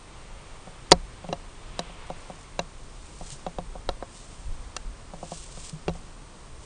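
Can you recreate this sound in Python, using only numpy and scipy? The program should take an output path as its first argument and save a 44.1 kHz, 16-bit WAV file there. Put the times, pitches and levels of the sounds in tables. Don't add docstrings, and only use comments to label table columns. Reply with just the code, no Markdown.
import sys
import numpy as np
from scipy import signal
from scipy.fft import rfft, irfft, next_fast_len
from scipy.io import wavfile
from scipy.ndimage import uniform_filter1d

SR = 44100
rng = np.random.default_rng(int(sys.argv[2]) if len(sys.argv) > 2 else 0)


def put_to_file(sound):
    columns = np.atleast_2d(sound).T
    safe = np.clip(columns, -1, 1)
    whole_steps = np.round(safe * 32767)
    wavfile.write(sys.argv[1], SR, whole_steps.astype(np.int16))


N = 293392
TIME = np.arange(N) / SR

# t/s, relative levels of ring/dB, thump/dB, crack/dB, crack tilt/(dB per octave)
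KNOCK_HITS = [(0.672, -36.5, -43, -57.5, -3), (0.9177, -4, -21, -1, -1.5), (1.243, -33.5, -38.5, -50, -5),
              (1.289, -30.5, -31.5, -41, -8), (1.327, -19.5, -34, -28, -6), (1.792, -21, -33, -22.5, 3),
              (1.897, -41, -43, -60, -3), (2.101, -25, -36.5, -41.5, -6.5), (2.299, -31, -40.5, -54, 4),
              (2.592, -18.5, -34, -22.5, -4), (3.21, -33, -41, -52, -6), (3.465, -23, -33, -37, -4),
              (3.585, -23.5, -34, -39, -2.5), (3.754, -32, -45.5, -63, -1), (3.89, -21, -42.5, -24.5, -2.5),
              (4.025, -27.5, -50, -37.5, -13.5), (4.7652, -35, -59, -24.5, 4.5),
              (5.136, -33, -37.5, -49.5, 7.5), (5.229, -28, -36.5, -57.5, 5), (5.319, -27, -37, -42.5, 2.5),
              (5.574, -40.5, -43.5, -49, -5), (5.881, -21.5, -25, -27.5, -7),
              (5.893, -27.5, -42.5, -38.5, -3.5), (5.952, -40.5, -46.5, -58, 6.5)]
# f/Hz, level/dB, t60/s
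HOUSING_MODES = [(169.04, -2, 0.1526), (179, -29, .06), (363.8, -3, 0.0455), (424.5, 2.5, 0.0327),
                 (534, -4.5, 0.0743), (587.1, 11, 0.01803), (712.65, 1.5, 0.0574), (756.4, -9, 0.0476),
                 (924.6, 1.5, 0.02635), (1103.4, -9, 0.05), (1355.5, -0.5, 0.0287), (1584.7, -2.5, 0.0463),
                 (1791.5, 4.5, 0.0157), (2260, -8, 0.011), (2749, -1.5, 0.0243), (3356, 5, 0.0096),
                 (3842, 4, 0.015), (4224, -4, 0.0132), (4903, -6, 0.0104), (5837, 0.5, 0.0155),
                 (6674, 2, 0.0098), (8564, -11, 0.014)]
# f/Hz, level/dB
SCRAPE_SPECTRUM = [(300, -8), (700, -30), (950, -0.5), (1400, -36.5), (1900, 5.5), (2650, 5), (3100, -21.5),
                   (4100, 14.5), (5700, 7), (7000, -8), (9000, -5.5)]
# f/Hz, level/dB
HISS_SPECTRUM = [(1200, -21.5), (2200, -9), (2900, -2), (4200, -2), (6500, 0.5), (8500, 2.5), (9600, -3.5)]


def gain_of(db):
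    return 10 ** (np.asarray(db) / 20)


def unit_rms(x):
    return x / np.sqrt(np.mean(x ** 2) + 1e-20)


def unit_hit(x):
    return x / np.sqrt(uniform_filter1d(x ** 2, 220).max() + 1e-20)


def add(mix, s, sound):
    part = mix[round(s * SR):][:len(sound)]
    part += sound[:len(part)]


def coloured(x, spectrum):
    hz, db = np.transpose(spectrum)
    size = next_fast_len(2 * len(x), True)
    bins = np.fft.rfftfreq(size, 1 / SR)
    gain = gain_of(np.interp(np.log(bins + 1), np.log(hz + 1), db))
    return unit_rms(irfft(rfft(x, size) * gain, size)[:len(x)])


def noise(spectrum, size=N):
    return coloured(rng.standard_normal(size), spectrum)


def wander(rate_hz):
    bins = np.fft.rfftfreq(N, 1 / SR)
    return unit_rms(irfft(rfft(rng.standard_normal(N)) * np.exp(-(bins / rate_hz) ** 2), N))


def swell(s, rise, fall, db, shape=1.084):
    away = np.maximum((s - TIME) / rise, (TIME - s) / fall)
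    return gain_of(db) * np.exp(-np.minimum(away, 20) ** shape)


def swelling(rows):
    return np.sqrt(sum(swell(*row) ** 2 for row in rows))


def ringing(modes, t, detune=0.0322, damping_spread=0.046):
    out = np.zeros(len(t))
    for hz, db, t60 in modes:
        shift, damping = rng.uniform(-1.008, 1, 2)
        decay = gain_of(db - 60 * t / t60 * np.exp(damping_spread * damping))
        out += decay * np.sin(2 * np.pi * hz * (1 + detune * shift) * t)
    return out


def chatter(t, length_s):
    return rng.standard_normal(len(t)) * (1 - np.exp(-t / 0.000126)) * np.exp(-(t / length_s) ** 2)


def stiff_shell(x, hz):
    return unit_hit(signal.sosfilt(signal.butter(2, hz, "highpass", fs=SR, output="sos"), x))


def field(wash_db=-49, insects_db=-65):
    # f/Hz, level/dB
    wash_spectrum = [(44, -29.5), (75, 1.5), (108, -1.5), (135, 0), (218, -7.5), (450, -9), (760, -12.5),
                     (1070, -10.5), (1570, -17.5), (2080, -18.5), (2550, -20), (2870, -20), (5150, -22.5),
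                     (9240, -23), (12000, -54), (20300, -120)]
    wash = noise(wash_spectrum) * gain_of(wash_db + 0.31 * wander(7.1))
    insects = noise([(7600, -33), (8400, -5), (8680, -2.0), (9000, -2.5), (9600, -15)])
    return wash + gain_of(insects_db) * insects


def wind(breeze_db=-46, lumpy_db=1.5, jolt_db=-27, hardest_thump_db=-21):
    # f/Hz, level/dB
    rumble_spectrum = [(8, -24), (16, 4.5), (36, 1), (55, -5.5), (85, -16), (125, -31.5), (250, -35.5),
                       (600, -88.5)]
    # peak t/s, half length/s, level/dB
    gust_peaks = [(3.243, 0.131, -40.5), (3.652, 0.095, -35.5), (3.889, 0.063, -31), (4.508, 0.101, -32.5),
                  (4.67, .05, -38), (4.87, 0.073, -34), (5.566, 0.057, -36)]
    gusts = swelling([(s, half, half, db) for s, half, db in gust_peaks])
    jolts = swelling([(s, 0.0098, 0.075, jolt_db + 1.7 * (thump_db - hardest_thump_db))
                      for s, _, thump_db, *_ in KNOCK_HITS])
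    strength = np.sqrt(gain_of(breeze_db) ** 2 + gusts ** 2 + jolts ** 2)
    return noise(rumble_spectrum) * strength * gain_of(lumpy_db * wander(5.07))


def burn(flutter_db=1.47, jet_flutter_db=0.27, spits_per_s=45):
    # f/Hz, level/dB
    rush_spectrum = [(200, -11.5), (500, 1), (1150, 3), (1600, -3), (2200, -1), (3200, -4.5), (4200, -8.5),
                     (7000, -35.5)]
    # t/s, level/dB
    rush_curve = [(0, -55), (1.6, -56), (2.0, -51.5), (2.7, -60.5), (6.65, -69.5)]
    # f/Hz, level/dB
    jet_spectrum = [(1500, -18), (2400, -4), (3100, 1.5), (3500, -2), (4300, -15), (7000, -35)]
    swing = swell(1.88, rise=0.24, fall=0.17, db=-54)
    throw = swell(2.5, rise=0.43, fall=0.01, db=-59)
    rush_db = np.interp(TIME, *np.transpose(rush_curve))
    rush = noise(rush_spectrum) * gain_of(rush_db + flutter_db * wander(8.1))
    jet = noise(jet_spectrum) * swing * gain_of(jet_flutter_db * wander(8))
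    sparks = rng.uniform(-1, 1, N) * (rng.random(N) < spits_per_s / SR)
    spit = chatter(np.arange(SR // 100) / SR, 0.0028)
    sputter = coloured(signal.fftconvolve(sparks, spit)[:N], HISS_SPECTRUM) * throw
    return rush + jet + sputter


def hiss(flutter_db=1.3, grains_per_s=1200, grain_share=0.787):
    # peak t/s, rise/s, fall/s, level/dB
    hiss_swells = [(2.38, 0.31, 0.085, -58), (3.08, 0.17, .1, -53.5), (3.27, 0.104, 0.101, -46),
                   (3.322, 0.0128, 0.0234, -39.5), (4.15, 0.06, 0.283, -49), (5.335, .085, .18, -42),
                   (5.67, .1, .045, -40.2), (5.96, 0.021, 0.052, -55), (6.65, 0.065, .05, -52)]
    grains = rng.standard_normal(N) * (rng.random(N) < grains_per_s / SR)
    fizz = coloured(rng.standard_normal(N) + grain_share * unit_rms(grains), HISS_SPECTRUM)
    return fizz * swelling(hiss_swells) * gain_of(flutter_db * wander(50))


def ticks():
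    # t/s, level/dB
    tick_hits = [(0.9128, -20.5), (1.284, -45), (2.62, -50.5), (3.3035, -31.5), (5.6678, -43.5),
                 (5.6952, -32), (5.937, -44.5)]
    out, t = np.zeros(N), np.arange(SR // 40) / SR
    for s, db in tick_hits:
        tick = coloured(chatter(t, 0.00292), [(1200, -18), (3000, -6), (9000, -4.5)])
        add(out, s, gain_of(db) * unit_hit(tick))
    return out


def grip_bumps(rise_s=0.0071, t60=0.179):
    # t/s, f/Hz, level/dB
    bumps = [(1.294, 411.5, -39), (3.318, 136.3, -43.5), (4.475, 86.1, -35.5), (5.725, 156.5, -33),
             (5.884, 76, -35)]
    out, t = np.zeros(N), np.arange(SR // 4) / SR
    push = 1 - np.exp(-(t / rise_s) ** 2)
    for s, hz, db in bumps:
        add(out, s, gain_of(db) * unit_hit(ringing([(hz, 0, t60)], t) * push))
    return out


def shell_flex(rattle_s=0.00767, settle_db=-23, settle_t60=0.054):
    # t/s, hollow modes/dB, upper mode/dB, rattle/dB
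    blows = [(0.918, -7, -7, -7.5), (5.8815, -21, -47, -44)]
    out, t = np.zeros(N), np.arange(SR // 8) / SR
    hollow, upper = HOUSING_MODES[2:4], HOUSING_MODES[8:9]
    for s, hollow_db, upper_db, rattle_db in blows:
        flex = gain_of(hollow_db) * stiff_shell(ringing(hollow, t), hz=351)
        flex += gain_of(upper_db) * unit_hit(ringing(upper, t))
        rattle = unit_hit(coloured(chatter(t, rattle_s), SCRAPE_SPECTRUM))
        settle = gain_of(settle_db - 60 * t / settle_t60) * noise(SCRAPE_SPECTRUM, len(t))
        add(out, s, flex + gain_of(rattle_db) * (rattle + settle))
    return out


def knocks(grit=0.459, tail_db=-23, tail_t60=0.148):
    out, t = np.zeros(N), np.arange(SR // 4) / SR
    thump, hollow, ring = HOUSING_MODES[:2], HOUSING_MODES[2:4], HOUSING_MODES[4:10]
    clack, crack = HOUSING_MODES[10:14], HOUSING_MODES[14:]
    for s, ring_db, thump_db, crack_db, tilt_db in KNOCK_HITS:
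        dullness = np.clip((ring_db - crack_db) / 20, 0, 1)
        push = 1 - np.exp(-(t / (0.000705 + 0.000287 * dullness)) ** 2)
        low = gain_of(thump_db - 1) * stiff_shell(ringing(thump, t), hz=234)
        low += gain_of(ring_db - 12) * stiff_shell(ringing(hollow, t) * push, hz=313)
        low += gain_of(ring_db - 1) * stiff_shell(ringing(ring, t) * push, hz=276)
        clack_db = ring_db - 24 + 0.77 * (crack_db - ring_db) + 0.82 * (ring_db - thump_db)
        contact = chatter(t, 0.00252)
        high = gain_of(clack_db) * unit_hit(signal.fftconvolve(contact, ringing(clack, t))[:len(t)])
        bright = unit_hit(signal.fftconvolve(contact, ringing(crack, t))[:len(t)])
        bright += grit * unit_hit(coloured(chatter(t, 0.00504), SCRAPE_SPECTRUM))
        tilted = coloured(bright, [(1500, 0), (12000, 3 * tilt_db)])
        high += gain_of(crack_db - 2) * unit_hit(tilted)
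        tail = noise([(250, 7.0), (500, -18.5), (1000, -6.5), (2000, -16), (9000, -42.5)], len(t))
        tail *= gain_of(ring_db + tail_db - 60 * t / tail_t60) * push
        add(out, s + 0.000185, low + tail)
        add(out, s, high)
    return out


def scene():
    handling = knocks() + shell_flex() + grip_bumps() + ticks()
    return (handling + hiss() + burn() + field() + wind())[None]


def record(dry, ceiling=0.891, cutoff_hz=9650):
    lowpass = signal.firwin(511, cutoff_hz, window=("kaiser", 9), fs=SR)
    return signal.oaconvolve(np.clip(dry, -ceiling, ceiling), lowpass[None], "same")


dry = scene()
out = record(dry)
put_to_file(out)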